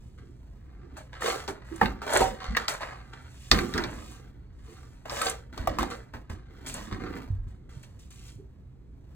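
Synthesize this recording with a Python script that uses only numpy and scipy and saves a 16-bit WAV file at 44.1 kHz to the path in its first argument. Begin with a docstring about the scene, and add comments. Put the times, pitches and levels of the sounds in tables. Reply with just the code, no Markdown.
"""A small bedroom: someone holding a phone pushes hollow folding closet doors along their track.
Blows ring the panels as knocks and hollow notes, pins and hinges tick, and tiny slips make the guides
scrape, the panels drum and clothes rustle. Steps and grips thump over the low rumble and hum of the
house. Doors and cloth echo briefly in the room; two microphone ports hear it all."""
import sys
import numpy as np
from scipy import signal
from scipy.fft import rfft, irfft, next_fast_len
from scipy.io import wavfile

SR = 44100
rng = np.random.default_rng(int(sys.argv[2]) if len(sys.argv) > 2 else 0)


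def waveform_to_disk(signal):
    """Save audio, clipped to [-1, 1], as 16-bit WAV at the path in sys.argv[1]."""
    frames = np.transpose(np.atleast_2d(signal))
    scaled = np.clip(frames, -1, 1) * 32767
    samples = np.round(scaled).astype(np.int16)
    wavfile.write(sys.argv[1], SR, samples)


N = 403515


def amp(db):
    """dB to gain."""
    return 10 ** (np.asarray(db) / 20)


def unit_rms(x):
    """Scale to rms 1."""
    return x / np.sqrt(np.mean(x ** 2) + 1e-20)


def at_hz(table, hz):
    """Interpolate a table's columns over log frequency."""
    f, *columns = np.transpose(table)
    return np.squeeze([np.interp(np.log(hz + 1), np.log(f + 1), c) for c in columns])


def colour(x, spectrum):
    """Filter by a spectrum in dB."""
    size = next_fast_len(x.shape[-1])
    gain = amp(at_hz(spectrum, np.fft.rfftfreq(size, 1 / SR)))
    return irfft(rfft(x, size) * gain, size)[..., :x.shape[-1]]


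def add(mix, start_s, sound):
    """Mix a sound in at start_s."""
    part = mix[round(start_s * SR):][:len(sound)]
    part += sound[:len(part)]


# Rumble spectrum: f/Hz, relative density/dB
RUMBLE_SPECTRUM = [(25, -10), (55, 7), (95, -4), (200, -13.5), (450, -25.5), (1200, -49), (16000, -79.5)]
# Hum bands: f/Hz, width/Hz, level/dB
HUM_BANDS = [(66.3, 6.6, -59.5), (123, 9.2, -56)]
RUMBLE_DB = -48.5

def house():
    """Rumble and faint hiss, with two narrow noise bands as a wavering hum."""
    noise = rng.standard_normal((3, 2, N))
    out = amp(RUMBLE_DB) * unit_rms(colour(noise[0], RUMBLE_SPECTRUM))
    for (hz, width_hz, db), x in zip(HUM_BANDS, noise[1:]):
        out += amp(db) * unit_rms(signal.lfilter(*signal.iirpeak(hz, hz / width_hz, SR), x))
    return out


# Steps, and the hand on door and phone: t/s, level/dB, f/Hz
SOFT_BLOWS = [(1.855, -28, 60.7), (2.485, -27.5, 68.5), (3.51, -28, 92.56), (5.597, -30, 66.9),
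              (6.296, -32.5, 78.3), (6.922, -30, 78), (7.303, -21, 81), (7.386, -29, 42.16),
              (7.468, -35, 99.6), (7.767, -35.5, 120.6), (8.359, -37, 130)]

def thumps():
    """Soft blows: three low partials rise together and fall 60 dB in 32 cycles."""
    out, t = np.zeros(N), np.arange(SR // 2) / SR
    attack = 1 - np.exp(-t / 0.0035)
    for (s, db, hz), detune in zip(SOFT_BLOWS, rng.uniform(-1.1, 1, (len(SOFT_BLOWS), 3, 1))):
        swing = np.sin(2 * np.pi * hz * 2 ** (0.4 * detune) * t).sum(0) / 2
        add(out, s, amp(db - 60 * t * hz / 32) * attack * swing)
    return out


# Door modes: f/Hz, level/dB, t60/s at damping 1
DOOR_MODES = [(216.7, -0.5, 0.14), (359, -0.5, 0.15), (481, 2.5, 0.081), (606, -2, 0.071), (765, -3, 0.048),
              (982, 1, 0.038), (1232, -1.5, 0.069), (1566, -5, 0.09), (1916, 3, 0.027), (2286, -8.5, 0.054),
              (2898, -1, 0.019), (3657, 0, 0.017), (4385, 0, 0.044)]

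def door_ring(centre_hz, octaves, damping):
    """Impulse response of one spot: modes near centre_hz ring most, tuned and weighted at random."""
    hz, db, t60_s = np.transpose(DOOR_MODES)[:, :, None]
    detune, share = rng.uniform(-1.06, 1, (2, len(DOOR_MODES), 1))
    t = np.arange(SR // 12) / SR
    weight = np.exp(-.5 * (np.log2(hz / centre_hz) / octaves) ** 2) * np.sign(share) * amp(3.4 * share)
    modes = amp(db - 60 * t * damping / t60_s) * np.cos(2 * np.pi * hz * (1 + 0.074 * detune) * t)
    return (weight * modes).sum(0)


def grains(per_s, spread_db):
    """Tiny slips as random impulses, a few of them large."""
    count, out = int(per_s * N / SR), np.zeros(N)
    sizes = amp(spread_db * np.minimum(rng.exponential(1, count), 5))
    out[rng.integers(0, N, count)] = sizes * rng.choice([-1., 1.], count)
    return out


def slips(per_s, centre_hz, octaves, damping, spread_db, spots):
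    """Slips ring several spots on the doors, each in turn."""
    turn, out = np.arange(N) / SR * 6.5, np.zeros(N)
    for k in range(spots):
        active = np.cos(np.pi * (turn + k) / spots) ** 4
        spot_hz = centre_hz * 2 ** (0.43 * (k + rng.random()) / spots - .35)
        ring = door_ring(spot_hz, octaves, damping)
        out += signal.oaconvolve(active * grains(per_s, spread_db), ring / np.linalg.norm(ring))[:N]
    return unit_rms(out)


# Slow stir of hand, sleeve and doors: t/s, scrape/dB, drum/dB, rustle/dB
SLOW_STIR = [(0.0, -83.5, -62, -72.5), (2.3, -51, -69.5, -111), (3.45, -65, -63, -56.5),
             (4.13, -58.5, -57, -55), (4.439, -72.5, -62.5, -103.5), (6.5, -66, -75.5, -93),
             (7.37, -72, -60, -102.5), (8.499, -94.5, -71, -105), (9.15, -90, -62.5, -86)]
# Pushes and rubs, levels at their end: t/s, length/s, growth/dB, scrape/dB, drum/dB, rustle/dB, fade/s
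PUSHES = [(0.622, 0.39, 13, -59, -53.5, -90, 0.17), (1.206, 0.069, 11.5, -29.5, -33.5, -34.5, 0.55),
          (1.643, 0.19, 12.5, -50, -47.5, -54.5, 0.19), (2.061, 0.1, 20.5, -22.5, -24.5, -31.5, 0.2),
          (2.172, 0.039, 12, -28, -28, -33, 0.37), (4.522, 0.19, 21.5, -59, -57.5, -61.5, 1.9),
          (5.102, 0.18, 9, -33, -35.5, -36, 0.3), (6.482, 0.2, 16.5, -52.5, -46.5, -68, 1.13),
          (6.996, 0.18, -3.5, -48, -43, -88, 0.51), (8.12, 0.17, 7.5, -64, -73.5, -55, 0.41)]
# Jolts that leave the doors rattling: t/s, scrape/dB, drum/dB, rustle/dB, fade/s
DOOR_JOLTS = [(0.177, -59, -55.5, -73, 0.51), (0.966, -45.5, -49.5, -49, 0.306),
              (1.124, -48.5, -71, -70, 2.7), (1.479, -34, -34.5, -41, 0.21),
              (1.812, -29.5, -25.5, -59, 0.37), (2.016, -36, -38.5, -51.5, 0.28), (2.4, -39, -57, -82, 1.2),
              (2.563, -29.5, -42.5, -45, 0.38), (2.679, -28, -38.5, -31.5, 0.34),
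              (2.805, -35, -50.5, -52, 0.78), (3.126, -46, -66.5, -75, 0.65),
              (3.514, -29, -25.5, -38, 0.69), (3.742, -32.5, -30.5, -69, 0.82), (5.052, -46, -46.5, -58, 1),
              (5.525, -49, -45, -67, 0.5), (5.573, -41.5, -36.5, -57, 0.54), (5.676, -39, -32.5, -58, 0.54),
              (5.788, -30.5, -29.5, -41, 0.37), (5.9, -39, -42, -46, 0.42), (6.135, -43, -40, -62, 0.282),
              (6.295, -42, -38.5, -51.5, 0.27), (6.661, -48.5, -71, -38.5, 0.55),
              (6.742, -42, -40.5, -46, 0.79), (6.91, -39.5, -36.5, -76, 0.46),
              (7.478, -63.5, -63, -68, 0.47), (7.69, -61.5, -61, -62.5, 1.45), (7.828, -58, -69, -53, 0.2),
              (7.99, -72, -70, -57, 0.5), (8.103, -62.5, -77, -52, 0.31)]
ATTACK_S, FADE_RATES = 0.003, [1.17, 0.98, 1.235]  # scrape, drum, rustle: t60 = fade / rate

def motion_db():
    """Scrape, low drum, high drum and rustle levels: pushes and jolts add their power to the stir."""
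    t = np.arange(0, N / SR + .002, .001)
    stir_s, *stir_db = np.transpose(SLOW_STIR)
    scrape, drum, rustle = amp([np.interp(t, stir_s, db) for db in stir_db]) ** 2
    power = np.array([scrape, drum, 0 * drum, rustle])
    jolts = [(s, 0, 0, *rest) for s, *rest in DOOR_JOLTS]
    for start_s, length_s, growth_db, *db, fade_s in PUSHES + jolts:
        to_go = np.clip((start_s + length_s - t) / max(length_s, ATTACK_S), 0, 1)
        since_s = np.maximum(t - start_s - length_s, 0)
        loss_db = growth_db * to_go + np.outer(FADE_RATES, 60 * since_s / fade_s)
        attack = np.clip((t - start_s) / ATTACK_S, 0, 1)
        scrape, drum, rustle = (attack * amp(np.c_[db] - loss_db)) ** 2
        # Panels shaken more than scraped swing in their lowest modes.
        shaken = 1 / (1 + np.exp((db[0] - db[1]) / 0.61))
        power += [scrape, shaken * drum, (1 - shaken) * drum, rustle]
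    return [np.interp(np.arange(N) / SR, t, 10 * np.log10(p + 1e-20)) for p in power]


# Cloth and edge rustle: f/Hz, relative density/dB
RUSTLE_SPECTRUM = [(1200, -20.5), (2500, 6), (4500, 2.5), (7500, 3.5), (10500, -1.5), (14000, -13)]

def rubbing():
    """Guides scrape, shaken panels drum and sway, edges and cloth add fine bright grains."""
    scrape_db, low_db, high_db, rustle_db = motion_db()
    sway = colour(rng.standard_normal(N), [(15, -26.0), (40, 9.5), (110, 2.5), (300, -53.0)])
    low = slips(per_s=220, centre_hz=265, octaves=0.42, damping=6.8, spread_db=1.7, spots=4)
    high = slips(per_s=400, centre_hz=600, octaves=0.23, damping=3.5, spread_db=3.0, spots=4)
    drum = amp(low_db) * (low + amp(-4.0) * unit_rms(sway)) + amp(high_db) * high
    fine = sum(signal.lfilter(*signal.butter(4, 6000, side, fs=SR), grains(per_s=4000, spread_db=3.8))
               for side in ("low", "high"))
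    rustle = colour(unit_rms(fine) + 0.17 * rng.standard_normal(N), RUSTLE_SPECTRUM)
    guides = slips(per_s=500, centre_hz=1560, octaves=0.97, damping=5.8, spread_db=3.9, spots=7)
    scrape = signal.lfilter(*signal.butter(2, 7000, fs=SR), guides)
    return amp(scrape_db) * scrape + drum + amp(rustle_db) * unit_rms(rustle)


# Pin and hinge ticks: t/s, peak/dB
HINGE_TICKS = [(1.76, -32), (2.1344, -17.5), (2.153, -22.5), (2.172, -12), (5.2183, -19.5), (5.257, -22.5),
               (5.297, -18), (6.6687, -30), (6.6868, -27.5), (6.7408, -23.5)]
TICK_BAND_HZ = [6760, 10000]

def ticks():
    """Pins and hinges tick: bright noise bursts that crest after 1 ms."""
    out, t = np.zeros(N), np.arange(SR // 100) / SR
    band = signal.butter(2, TICK_BAND_HZ, "band", fs=SR)
    for (s, db), noise in zip(HINGE_TICKS, rng.standard_normal((len(HINGE_TICKS), len(t)))):
        burst = signal.lfilter(*band, noise * t * np.exp(-t / 0.001))
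        add(out, s, amp(db) * burst / abs(burst).max())
    return out


# Soft blows on a hollow panel: t/s, level/dB, f/Hz
PANEL_BUMPS = [(0.823, -44, 348), (1.481, -30, 391.3), (1.711, -33, 329), (1.816, -22.5, 206.3),
               (2.212, -14.5, 762.6), (2.5, -28, 203), (3.518, -22, 211), (3.519, -24, 375),
               (3.6, -22.5, 348.6), (3.748, -23, 353.5), (3.759, -28, 199.8), (4.674, -41, 346),
               (8.38, -43.5, 386)]
BUMP_RISE_S, BUMP_T60_S = 0.0073, 0.18

def bumps():
    """A panel's note swells and dies, rattling against four detuned, looser neighbours."""
    out, t = np.zeros(N), np.arange(SR // 4) / SR
    attack = 1 - np.exp(-(t / BUMP_RISE_S) ** 2)
    for (s, db, hz), (detune, phase) in zip(PANEL_BUMPS, rng.uniform(-1, 1, (len(PANEL_BUMPS), 2, 4, 1))):
        neighbours = np.sin(2 * np.pi * hz * (1 + .3 * detune) * t + np.pi * phase).sum(0)
        note = np.sin(2 * np.pi * hz * t) + .4 * neighbours
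        add(out, s, amp(db - 60 * t / BUMP_T60_S) * attack * note)
    return out


# Contact crack: f/Hz, relative density/dB
CRACK_SPECTRUM = [(1200, -27.5), (2500, -1.5), (4500, 5), (8000, -13.5), (14000, -25)]
# Panels and hardware striking: t/s, body peak/dB, centre f/Hz, crack re body/dB
DOOR_KNOCKS = [(1.22, -18, 1150, -21), (1.243, -21.5, 585, -12), (1.281, -19.5, 600, -19),
               (1.478, -27.5, 1000, 1.5), (1.813, -5, 904, -37), (1.857, -17, 2100, -9),
               (2.066, -22, 800, -18), (2.124, -18, 705, -24), (2.156, -14, 794, -15),
               (2.171, -18.5, 654, -40), (2.204, -10, 558, -33), (2.549, -18, 1760, -19),
               (2.568, -9.5, 1740, -8.5), (2.681, -24.5, 2006, 9.5), (3.514, -6.5, 1290, 7.5),
               (3.588, -17.5, 1910, -1.5), (3.738, -21.5, 1900, -0.5), (3.778, -19, 2010, -0.5),
               (3.838, -29, 1810, 9.5), (5.096, -30, 1200, 8), (5.215, -15.5, 1590, -6),
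               (5.267, -24.5, 517, 9), (5.673, -11.5, 755, -26), (5.786, -13, 530, -36),
               (5.829, -15.5, 600, -31), (5.577, -29, 920, -1.5)]

def knocks():
    """Each contact chatters for a few ms, ringing the door modes and cracking sharply."""
    out, t = np.zeros(N), np.arange(SR // 50) / SR
    for s, db, hz, crack_db in DOOR_KNOCKS:
        chatter = rng.standard_normal((2, len(t))) * (t / .0008) * np.exp(-t / 0.00096)
        body = signal.oaconvolve(door_ring(hz, octaves=0.6, damping=2.1), chatter[0])
        crack = colour(chatter[1], CRACK_SPECTRUM)
        add(out, s, amp(db) * body / abs(body).max())
        add(out, s, amp(db + crack_db) * crack / abs(crack).max())
    return out


# Bedroom decay: f/Hz, t60/s
ROOM_DECAY = [(100, 0.6), (1000, 0.28), (8000, 0.095)]

def room(x, early_db, late_db):
    """Row 0: direct sound, early reflections and a tail. Row 1: other reflections only."""
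    out, size = np.zeros((2, N)), SR // 2
    for k in range(3):  # three echo patterns crossfade steadily, so the echo has no fixed ringing colour
        taps = np.zeros((2, size))
        delays = np.arange(40, size - 20, 20) + rng.integers(0, 20, (2, (size - 41) // 20))
        np.put_along_axis(taps, delays, rng.choice([-1., 1.], delays.shape), 1)
        early = taps * np.exp(-np.arange(size) / SR / 0.008)
        early *= amp([[early_db], [0]]) / np.linalg.norm(early, axis=1)[:, None]
        hz, t, bands = signal.stft(taps, SR, nperseg=256)
        decay = amp(-60 * t / at_hz(ROOM_DECAY, hz)[:, None])
        late = signal.istft(bands * decay, SR, nperseg=256)[1][:, :size]
        response = early + amp(late_db) * late / np.linalg.norm(late[0])
        weight = np.sqrt(2 / 3) * np.cos(np.pi * (np.arange(N) / SR * 3.5 + k / 3))
        out += signal.oaconvolve((weight * x)[None], response[:, :SR // 4], axes=1)[:, :N]
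    out[0] += x
    return out


def scene():
    """Doors and cloth in the room, thumps close, house behind. Row 0: both ports; row 1: right only."""
    blows = room(knocks() + bumps() + ticks(), early_db=-16, late_db=-13)
    friction = room(rubbing(), early_db=-11.5, late_db=-14.0)
    return blows + friction + house() + [thumps(), thumps()]


# Microphone ports: f/Hz, left lead/rad, left re right/dB, likeness/0-1
MIC_PORTS = [(60, 0, -0.5, .955), (240, -0.2, -5, .85), (385, 0.7, -6.5, .7), (600, 1.5, -1.5, .6),
             (1550, -.1, -.5, .65), (2930, 2.2, 0.5, .9), (4130, 1.6, 0.5, .7), (7670, 6.0, 0, .75),
             (13900, 12.5, 0, .85)]
CUTOFF_HZ = 16000

def record(dry):
    """Two ports hear much the same sound, shifted in phase and balance, then low-passed."""
    size = next_fast_len(N)
    lead_rad, balance_db, likeness = at_hz(MIC_PORTS, np.fft.rfftfreq(size, 1 / SR))
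    shared, other = rfft(dry, size)
    shift = np.exp(1j * lead_rad / 2) * amp(balance_db / 2)
    right = likeness * shared + np.sqrt(1 - likeness ** 2) * other
    ports = irfft([shared * shift, right / shift], size)[:, :N]
    lowpass = signal.firwin(511, CUTOFF_HZ, window=("kaiser", 9), fs=SR)
    return signal.oaconvolve(ports, lowpass[None], "same")


dry = scene()
out = record(dry)
waveform_to_disk(out)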